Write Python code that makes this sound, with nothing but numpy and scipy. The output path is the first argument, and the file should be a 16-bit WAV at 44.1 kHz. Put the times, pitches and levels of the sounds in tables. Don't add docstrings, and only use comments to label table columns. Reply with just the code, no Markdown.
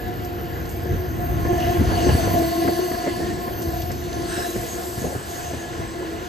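import sys
import numpy as np
from scipy import signal
from scipy.fft import rfft, irfft, next_fast_len
from scipy.io import wavfile
from scipy.ndimage import uniform_filter1d, map_coordinates

SR = 44100
rng = np.random.default_rng(int(sys.argv[2]) if len(sys.argv) > 2 else 0)


def dump(signal):
    limited = np.clip(np.atleast_2d(signal).T, -1, 1)
    pcm = np.round(limited * 32767).astype(np.int16)
    wavfile.write(sys.argv[1], SR, pcm)


N = 276948


def amp(db):
    return 10 ** (np.asarray(db) / 20)


def unit(x):
    return x / np.sqrt(np.mean(np.abs(x) ** 2) + 1e-20)


def along(points, hz):
    f, values = np.transpose(points)
    return np.interp(np.log(hz + 1), np.log(f + 1), values)


def colour(spectrum):
    return lambda hz: amp(along(spectrum, hz))


def curves(rows):
    times, *columns = np.transpose(rows)
    return [np.interp(np.arange(N) / SR, times, column) for column in columns]


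def ramp(start_s, rise_s):
    return np.clip((np.arange(N) / SR - start_s) / rise_s, 0, 1)


def wobble(per_s):
    return map_coordinates(rng.standard_normal(200), [np.arange(N) * per_s / SR])


def filtered(x, response):
    size = next_fast_len(x.shape[-1] + 8192)
    hz = np.fft.rfftfreq(size, 1 / SR)
    return irfft(rfft(x, size) * response(hz), size)[..., :x.shape[-1]]


def rush(eq, patchy_db):
    spectra = signal.stft(rng.standard_normal((2, N)), nperseg=512)[2]
    patches = uniform_filter1d(rng.standard_normal(spectra.shape[1:]), size=10, axis=0)
    patches = unit(uniform_filter1d(patches, size=12, axis=1))
    noise = signal.istft(spectra * amp(patchy_db * patches), nperseg=512)[1][:, :N]
    return unit(filtered(noise, eq))


def fuzzy(hz, spread_hz, steady=0, n=N):
    drift = unit(filtered(rng.standard_normal((2, 2, n)), lambda f: 1 / (1 + (f / spread_hz) ** 4)))
    drift[0, 0] += steady
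    phase = 2 * np.pi * np.cumsum(np.broadcast_to(hz, n)) / SR
    return unit(drift[0] * np.cos(phase) + drift[1] * np.sin(phase))


def rolling():
    # t/s, level/dB
    rumble_level = [(0.0, -43), (0.03, -28), (0.12, -32), (0.87, -30.5), (0.93, -18), (0.99, -28),
                    (1.22, -27.5), (1.36, -22.5), (1.64, -30.5), (1.68, -24), (1.73, -34), (1.8, -17),
                    (1.84, -21), (1.91, -22), (1.97, -24), (2.15, -18.5), (2.2, -28), (2.27, -22.5),
                    (2.48, -30), (2.53, -44), (2.62, -36.5), (3.02, -40), (3.09, -45), (3.13, -32),
                    (3.2, -36), (3.25, -30.5), (3.44, -34), (3.92, -28.5), (4.13, -34), (4.22, -31),
                    (4.23, -35), (4.42, -38), (4.53, -42), (4.58, -31), (4.81, -40.5), (5.09, -32),
                    (5.11, -41), (5.16, -31), (5.21, -41), (5.58, -33), (5.61, -42), (5.81, -32),
                    (5.89, -36.5), (6.28, -41.5)]
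    # t/s, body/dB, roar/dB
    roar_level = [(0.0, -35, -42), (0.61, -38, -41.5), (1.14, -35, -40), (1.43, -30.5, -38.5),
                  (1.8, -34, -35.5), (1.99, -27.5, -34), (2.24, -28, -34), (2.43, -28, -38.5),
                  (2.92, -39.5, -42.5), (3.31, -32, -41.5), (3.57, -36.5, -41), (3.88, -35.5, -43.5),
                  (4.16, -34, -43), (4.65, -38, -41), (5.35, -43.5, -41), (6.28, -39, -41.5)]
    # f/Hz, level/dB
    rumble_eq = [(20, -30), (30, -67), (45, -0.5), (80, 5), (120, 0), (170, -5), (300, -73)]
    body_eq = [(70, -10), (130, -5.5), (200, 0.5), (280, 0), (400, -5), (700, -50)]
    roar_eq = [(200, -60), (380, -7), (470, -4.5), (600, -13), (800, -10.5), (950, -25), (1200, -43),
               (2000, -93)]
    grind_eq = [(700, 4.5), (1200, 1), (1450, 8.5), (2000, -2.5), (2300, -4.5), (3200, -7), (5000, -27)]
    rumble_db, = curves(rumble_level)
    body_db, roar_db = curves(roar_level)
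    grind_db = -38 + .94 * (roar_db - roar_db.mean())
    heave = wobble(11)
    rumble = amp(rumble_db + .3 * heave + .5 * wobble(6)) * rush(colour(rumble_eq), patchy_db=.65)
    body = amp(body_db + .32 * heave + .5 * wobble(6)) * rush(colour(body_eq), patchy_db=1)
    roar = amp(roar_db + 1.2 * heave + .5 * wobble(6)) * rush(colour(roar_eq), patchy_db=1.5)
    grind = amp(grind_db + .5 * heave) * rush(colour(grind_eq), patchy_db=1.5)
    return rumble + body + roar + grind


def disc_drone():
    # f/Hz, spread/Hz, steady-to-noise ratio
    tones = [(333, 10, 3), (357, 12, 2), (690, 11, 2.5), (716, 11, 3), (1006, 16, 1.2), (1063, 20, 1.3)]
    # t/s, low pair (2 x level/dB), middle pair (2 x level/dB), undertone/dB
    drone_levels = [(0.0, -54, -50, -54, -40.5, -55), (0.09, -46, -32, -52, -34, -53),
                    (0.17, -50, -40.5, -52, -39.5, -57), (0.31, -42.5, -35, -48, -41.5, -60),
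                    (0.63, -44, -41.5, -49, -43, -59), (0.91, -39, -31.5, -44, -43.5, -57),
                    (0.94, -32, -34.5, -53, -47, -58), (1.01, -57, -35, -54, -38, -46),
                    (1.1, -34, -43, -46, -52, -42), (1.12, -36, -41, -55, -53, -61),
                    (1.22, -40, -33, -39, -35.5, -50), (1.28, -41, -54, -38, -37, -51),
                    (1.33, -38, -29, -41, -43, -52), (1.43, -31, -47, -41, -37, -48),
                    (1.52, -28.5, -24, -32, -26.5, -47), (1.55, -35, -35, -35, -34, -40),
                    (1.63, -31.5, -39, -27.5, -31, -32), (1.75, -30.5, -29, -31, -32, -50),
                    (1.82, -29, -38, -44, -43, -44), (1.94, -33.5, -32, -34, -27.5, -34),
                    (2.03, -30, -41, -32, -36, -32), (2.06, -35, -17.5, -30.5, -47, -38),
                    (2.17, -43, -48, -34, -32, -33), (2.27, -25.5, -37, -40, -38, -31.5),
                    (2.36, -25, -41, -25, -27, -26.5), (2.48, -24.5, -36, -34, -46, -34.5),
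                    (2.69, -26.5, -26, -31, -30, -40), (2.83, -34, -27.5, -35.5, -39, -36.5),
                    (3.02, -40, -38.5, -37, -36, -39), (3.06, -31, -30, -32.5, -41, -38),
                    (3.27, -31.5, -32, -41.5, -41.5, -39), (3.43, -42, -38.5, -41.5, -41, -52),
                    (3.64, -33.5, -38, -42, -44, -52), (3.71, -31, -45, -40, -38, -38),
                    (3.93, -47, -41, -48, -40, -49), (4.04, -38, -32, -47, -43, -45),
                    (4.16, -38, -38.5, -37, -45, -42), (4.34, -32, -39, -40, -46, -44),
                    (4.46, -53, -35, -33.5, -35.5, -43), (4.49, -32, -33, -48, -41, -51),
                    (4.53, -46, -46, -46, -50, -43), (4.56, -33, -35, -45, -40.5, -38),
                    (4.69, -43, -47, -40, -38, -45), (4.76, -38, -32.5, -37.5, -49, -47),
                    (4.83, -38, -46, -44.5, -40, -46), (4.88, -41, -33.5, -42, -54, -55),
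                    (5.04, -49, -41, -44, -39, -48), (5.18, -56, -54, -57, -50, -59),
                    (5.3, -43, -45, -42.5, -44, -40), (5.47, -43, -49, -44, -40, -50),
                    (5.51, -45, -39, -39, -41, -38), (5.58, -43, -44, -64, -58, -54),
                    (5.61, -37, -43, -46, -46, -47), (5.7, -47, -43, -50, -41, -53),
                    (5.84, -35, -39, -41.5, -51, -43), (5.91, -42, -45, -49, -59, -62.5),
                    (5.95, -41, -35, -42, -52, -51), (6.12, -31, -42, -46.5, -47, -41),
                    (6.17, -42, -49, -40, -39, -45), (6.28, -35, -38, -57, -49, -62)]
    # t/s, lower tone/dB, upper tone/dB
    top_levels = [(0.0, -59, -50), (0.07, -61, -57), (1.28, -70, -52), (1.45, -56, -38.5), (1.59, -52, -46),
                  (1.7, -50, -43), (1.94, -47, -50), (2.01, -42, -44), (2.06, -51, -52), (2.08, -40, -35.5),
                  (2.2, -51, -45), (2.26, -41, -46), (2.38, -45, -42), (2.41, -49, -51), (2.48, -48, -40.5),
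                  (3.13, -46, -44.5), (3.36, -54, -50), (3.48, -53, -39), (3.51, -61, -53),
                  (3.71, -58, -50), (3.74, -46, -52), (3.83, -61, -55), (4.3, -55.5, -47.5),
                  (5.67, -55, -59), (5.86, -47, -48), (6.0, -59, -55), (6.03, -49, -53), (6.14, -63, -59),
                  (6.23, -50, -51), (6.28, -59, -55)]
    # f/Hz, spread/Hz, level against the pair/dB
    halos = [(344, 33, -16.5), (703, 36, -6.5), (1047, 50, -1.5)]
    *tones_db, undertone_db = curves(drone_levels)
    gains = amp(tones_db + curves(top_levels))
    out = np.zeros((2, N))
    for (hz, spread_hz, steady), gain in zip(tones, gains):
        waver = amp(.7 * wobble(7))
        out += gain * waver * fuzzy(hz + 4 * wobble(5), spread_hz, steady)
    out += amp(undertone_db) * fuzzy(668 + 3 * wobble(5), spread_hz=13, steady=1.5)
    for (hz, spread_hz, db), lower, upper in zip(halos, gains[::2], gains[1::2]):
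        out += amp(db) * np.hypot(lower, upper) * fuzzy(hz, spread_hz)
    return out


def wheel_thumps():
    # t/s, level/dB, push/Hz, knock trim/dB, clack trim/dB
    blows = [(0.855, -20, 336, -11, -27), (0.918, -19, 100, -32, -25), (0.939, -14.5, 188, -31, -30),
             (1.45, -16, 320, -10, -11), (1.529, -16, 108, -5, -24), (1.794, -13, 94.5, -21, -27),
             (1.81, -9, 222, -28, -29), (1.889, -13.5, 95, -25, -31), (1.912, -15, 297, -4, -16),
             (2.001, -18, 110, -4, -17), (2.065, -4, 360, -16, -36), (2.089, -8.5, 109, -5, -17),
             (2.147, -14, 130, -15, -23), (2.227, -25, 70, -20, -25), (2.267, -16.5, 85, -15, -25),
             (2.272, -15, 339, -1.5, -15), (2.338, -12, 340, -9, -31), (2.418, -21, 334, -5, -11),
             (2.435, -24, 90, -20, -25), (2.649, -8.5, 312, -25, -38), (2.673, -14, 330, -15, -8.5),
             (2.681, -10.5, 296, -6.5, -23), (2.791, -12, 350, -17.5, -27), (2.913, -17, 330, -16, -14),
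             (2.947, -21.5, 295, -19, -6), (3.062, -20.5, 400, -2.5, -19), (3.069, -15, 280, -4.5, -14),
             (3.199, -24, 320, 1, -19), (3.476, -20.5, 360, -5, -10.5), (3.9, -24, 202, -4.5, -6.5),
             (4.378, -18.5, 230, -6.5, -29), (4.557, -14.5, 334, -30, -19), (4.978, -18.5, 110, -26, -16),
             (5.017, -16.5, 240, -13, -21), (5.04, -17, 556, -2.5, -27), (5.05, -19.5, 175, -9, -29),
             (5.064, -18, 302, -7, -18), (5.072, -24, 75, -22, -25), (5.1, -21.5, 352, -7, -21),
             (5.118, -27, 302, 1.5, -21), (5.15, -19.5, 456, -7, -30), (5.16, -32, 94, -18, -25),
             (5.512, -24, 342, -12, -29), (5.535, -18, 300, -10, -16), (5.791, -20, 338, -20, -22)]
    out, t = np.zeros((2, N + SR)), np.arange(11000) / SR

    def band(low_hz, high_hz):
        noise = rng.standard_normal((2, len(t)))
        return unit(filtered(noise, lambda f: 1 / (1 + (low_hz / (f + 1)) ** 4) / (1 + (f / high_hz) ** 8)))

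    def fade(t60_s, rise_s):
        return amp(-60 * t / t60_s) * (1 - np.exp(-t / rise_s))

    for start_s, db, push_hz, knock_db, clack_db in blows:
        push = 3.3 * np.sin(2 * np.pi * push_hz * t) * fade(5.5 / push_hz, .001)
        knock = amp(knock_db + 4.5) * band(360, 794) * fade(.095, .0025)
        thud = .84 * band(150, 434) * fade(.11, .0024)
        clack = amp(clack_db + 4.5) * band(1300, 1940) * fade(.09, .0025)
        blow = thud + knock + clack
        blow[0] += push
        out[:, round(start_s * SR):][:, :len(t)] += amp(db - 5.5) * blow
    return out[:, :N]


def wheel_ring(modes, pitch=1):
    def resonance(hz, centre_hz, width_hz):
        damping = (hz * width_hz) ** 2
        return damping / ((centre_hz ** 2 - hz ** 2) ** 2 + damping)

    def eq(hz):
        return sum(amp(db) * resonance(hz / pitch, centre, width) for centre, width, db in modes)

    return rush(eq, patchy_db=1.6)


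def passing_ring(modes):
    passed = ramp(start_s=1.2, rise_s=1.1)
    return np.sqrt(1 - passed) * wheel_ring(modes, pitch=1.018) + np.sqrt(passed) * wheel_ring(modes)


def pad_rub():
    # t/s, scrape/dB, low modes/dB, middle modes/dB
    rub_levels = [(0, -47.5, -48, -77), (.72, -48.5, -53, -57.5), (1.28, -48.5, -46, -54),
                  (1.55, -44.5, -47, -50), (1.66, -39, -41, -42.5), (1.8, -42.5, -46, -48.5),
                  (2.04, -36, -45, -43), (2.36, -36.5, -40.5, -46), (2.9, -40, -44.5, -46.5),
                  (3.25, -38.5, -44.5, -56), (3.55, -44.5, -52, -53.5), (3.76, -42, -44.5, -50),
                  (3.97, -42.5, -64, -56), (4.18, -42, -47.5, -48.5), (4.39, -37.5, -47, -47),
                  (4.74, -42, -50, -54), (4.97, -55, -57, -60), (5.02, -42, -48, -51),
                  (5.19, -52.5, -55, -74), (5.33, -42.5, -55, -51), (5.96, -44.5, -50, -54),
                  (6.28, -43.5, -49, -58)]
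    # f/Hz, level/dB
    scrape_eq = [(1500, 1), (2500, 0), (4000, 1.5), (6000, -1), (7200, -3.5), (9500, -14), (12500, -6.5),
                 (15000, -13.5), (15600, -19)]
    # f/Hz, width/Hz, level/dB
    wheel_modes = [
        [(1400, 70, -6), (1720, 90, -2), (2000, 120, -3), (3930, 80, -10)],
        [(5330, 70, -9), (6180, 320, 0)],
        [(10750, 480, 0), (11800, 300, -9), (14470, 380, -5)],
        [(2850, 480, 0)],
        [(4490, 270, 0)],
        [(7970, 420, 0)],
    ]
    # t/s, level/dB
    high_level = [(0.0, -71), (0.47, -71), (0.73, -59), (0.84, -64), (2.26, -38), (3.95, -53.5),
                  (4.42, -41.5), (4.97, -54), (4.98, -41), (5.25, -59), (5.28, -49), (6.28, -57)]
    # t/s, 3 x level/dB
    lone_levels = [(0.0, -55, -62, -69), (0.14, -56, -56, -67), (0.58, -58, -59, -72),
                   (0.68, -53, -60, -58), (0.94, -65, -59, -66), (1.54, -63, -54.5, -53.5),
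                   (1.63, -38, -52, -57), (1.71, -51, -51, -51), (1.96, -47, -44, -53),
                   (1.99, -36, -47, -48), (2.04, -43, -43, -44), (2.12, -39, -39, -48),
                   (2.13, -43, -37, -43), (2.33, -51, -43.5, -51), (2.38, -48, -49, -46),
                   (2.43, -50, -40, -47), (2.92, -49, -42, -51), (3.32, -53, -49, -50.5),
                   (3.57, -63, -53, -60), (3.62, -44, -50, -56), (3.65, -63, -49, -50),
                   (3.97, -57, -53, -65), (4.2, -58, -52, -57), (4.3, -60, -55, -48), (4.39, -49, -52, -47),
                   (4.49, -58, -52, -48), (4.98, -59, -54, -51), (5.51, -52, -55, -50),
                   (6.07, -55, -57, -55), (6.28, -52, -57, -64)]
    # t/s, level/dB
    thin_level = [(0.0, -38), (0.23, -66), (1.08, -52), (1.12, -65), (1.59, -48), (1.91, -57), (1.94, -33),
                  (2.04, -63), (2.15, -39), (2.22, -52), (3.25, -45), (3.29, -58), (4.2, -55), (4.34, -54),
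                  (4.53, -53), (4.76, -48), (4.79, -60), (5.58, -45.5), (5.61, -40), (5.82, -53.5),
                  (5.96, -54), (6.28, -64)]
    scrape_db, low_db, middle_db = curves(rub_levels)
    grip_db = .37 * wobble(12)
    out = amp(scrape_db + grip_db) * rush(colour(scrape_eq), patchy_db=1.5)
    low, middle, high, *lone = wheel_modes
    rings = wheel_ring(low), wheel_ring(high), passing_ring(middle), *map(passing_ring, lone)
    rings_db = low_db, *curves(high_level), middle_db, *curves(lone_levels)
    for ring, db in zip(rings, rings_db):
        flicker_db = 1.3 * wobble(13)
        out += amp(db + grip_db + flicker_db) * ring
    return out + amp(*curves(thin_level)) * fuzzy(1700, spread_hz=20, steady=.9)


def pad_chirps():
    # t/s, length/s, f/Hz, spread/Hz, level/dB
    squeaks = [(1.429, 0.35, 1750, 24, -40.5), (1.58, 0.23, 2930, 450, -43.5),
               (3.053, 0.061, 2010, 140, -38.5), (3.18, 0.17, 1840, 49, -41.5),
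               (4.272, 0.22, 1545, 240, -34), (4.275, 0.11, 8280, 90, -42.5), (4.277, 0.25, 2690, 120, -51),
               (4.28, 0.26, 3910, 79, -45), (4.285, 0.18, 6200, 90, -55), (4.289, 0.2, 5330, 140, -47),
               (4.34, 0.11, 7900, 110, -47), (4.39, 0.062, 8300, 70, -47), (4.37, 0.069, 5310, 52, -42.5),
               (4.6, 0.23, 475, 8, -39), (4.457, 0.14, 6580, 200, -43.5), (4.662, 0.12, 6580, 170, -40),
               (4.985, 0.12, 6550, 170, -41.5), (5.281, 0.12, 6550, 170, -43),
               (5.4, 0.12, 6450, 170, -44.5), (5.566, 0.099, 6500, 200, -48), (6.108, 0.16, 436, 4.8, -37)]
    out, n = np.zeros((2, N + 2 * SR)), 18000
    for start_s, length_s, hz, spread_hz, db in squeaks:
        progress = np.arange(n) / SR / length_s
        swell = np.clip(5 * np.minimum(progress, 1 - progress), 0, 1)
        out[:, round(start_s * SR):][:, :n] += amp(db) * swell * fuzzy(hz, spread_hz, n=n)
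    return out[:, :N]


def brake_air():
    # f/Hz, level/dB
    hiss_eq = [(1500, -45), (3000, -4), (6500, -1), (9000, 0.5), (12400, -17), (14000, -12), (15600, -11)]
    # t/s, level/dB
    top_level = [(4.2, -72), (4.48, -41), (5.0, -43.5), (5.23, -50), (5.29, -45), (5.7, -58), (5.72, -70),
                 (6.01, -73), (6.07, -57), (6.28, -70)]
    t = np.arange(N) / SR
    open_s, sag_s, shut_s = 4.23, 5.1, 5.6
    hiss_db = -41 - 9 * np.maximum(t - sag_s, 0) - 18 * np.maximum(t - shut_s, 0)
    top = rush(lambda hz: np.exp(-(np.log2((hz + 1) / 11840) / .3) ** 2), patchy_db=-1)
    flutter = amp(1.2 * wobble(14))
    hiss = amp(hiss_db) * rush(colour(hiss_eq), patchy_db=1)
    return ramp(open_s, rise_s=.055) * flutter * (hiss + amp(*curves(top_level)) * top)


def disc_squeal():
    # t/s, length/s, level/dB
    spells = [(-.2, 1.5, -50.5), (1.138, 0.8, -49), (1.78, 0.59, -56), (2.15, 0.7, -46.5),
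              (2.65, 0.45, -50), (3.35, 0.75, -47.5)]
    edge_s = .17
    envelope = sum(amp(db) * ramp(start_s, edge_s) * (1 - ramp(start_s + length_s - edge_s, edge_s))
                   for start_s, length_s, db in spells)
    stutter_db = 2.5 * wobble(12)
    whistle = fuzzy(13165, spread_hz=18, steady=.7) + amp(-8) * fuzzy(13075, spread_hz=12)
    breath = fuzzy(13010, spread_hz=230) + amp(-7.5) * fuzzy(12300, spread_hz=1600)
    return envelope * (amp(stutter_db) * whistle + amp(.5 + .22 * stutter_db) * breath)


def gear_ticks():
    # t/s, level/dB, t60/s, centre/Hz
    clicks = [(.08, -44, .03, 9000), (.248, -38.5, 0.05, 6000), (.655, -38, 0.037, 4500),
              (0.692, -40, 0.18, 8000), (1.602, -38, 0.071, 4000), (1.977, -35, 0.056, 3020),
              (3.62, -34, 0.071, 5940), (3.819, -34.5, 0.071, 4000), (3.917, -34, 0.047, 6300),
              (4.13, -32, 0.018, 4000), (4.221, -36, .04, 5000)]
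    out, t = np.zeros((2, N + SR)), np.arange(5000) / SR
    for start_s, db, t60_s, centre_hz in clicks:
        noise = rng.standard_normal((2, len(t)))
        puff = filtered(noise, lambda hz: np.exp(-(np.log2((hz + 1) / centre_hz) / .92) ** 2))
        out[:, round(start_s * SR):][:, :len(t)] += amp(db - 60 * t / t60_s) * unit(puff)
    return out[:, :N]


def whine():
    level_db = -45 - 13 * ramp(start_s=.85, rise_s=.8)
    return amp(level_db) * fuzzy(466, spread_hz=6, steady=1.6)


def scene():
    # f/Hz, share of sound common to both ports
    common = [(30, .97), (90, .84), (180, .44), (340, .7), (550, .45), (700, .68), (900, .5), (1060, .7),
              (1250, .5), (1500, .72), (1650, .55), (1950, .9), (2300, .68), (2750, .8), (3500, .6),
              (4500, .85), (5600, .58), (7000, .999), (7700, .8), (8000, .87), (8700, .68), (9600, .9999),
              (10300, .9999), (10700, .95), (11400, .66), (12500, .999), (13400, .995), (14000, .67),
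              (14500, .88), (15000, .7), (15300, .999)]
    # f/Hz, lead of the left/rad
    left_lead = [(20, 0), (170, -.4), (350, .6), (550, .1), (660, 1.3), (750, 1.5), (1100, 1.9),
                 (1350, 3.2), (1600, 3.9), (1720, 6.4), (3300, 7.2), (5000, 6.4), (5600, 5.2), (6400, 6.2),
                 (7500, 6.1), (7700, 5.6), (8900, 4.3), (9600, 3.14), (10300, 3.14), (10500, 2.6),
                 (12400, 0), (13500, -.1), (13900, -1), (15200, -3.1)]

    def path_gains(hz):
        angle = np.arccos(along(common, hz)) / 2
        return np.array([np.cos(angle), np.sin(angle)])

    paths = (rolling() + disc_drone() + whine() + pad_rub() + disc_squeal()
             + brake_air() + pad_chirps() + wheel_thumps() + gear_ticks())
    direct, scattered = filtered(paths, path_gains)
    ports = np.array([amp(.2) * (direct + scattered), amp(-.2) * (direct - scattered)])
    return filtered(ports, lambda hz: np.exp(.5j * along(left_lead, hz) * [[1], [-1]]))


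def record(dry):
    low_cut_hz, top_hz = 36, 15700
    return filtered(dry, lambda hz: (hz < top_hz) / np.sqrt(1 + (low_cut_hz / (hz + 1)) ** 6))


dry = scene()
out = record(dry)
dump(out)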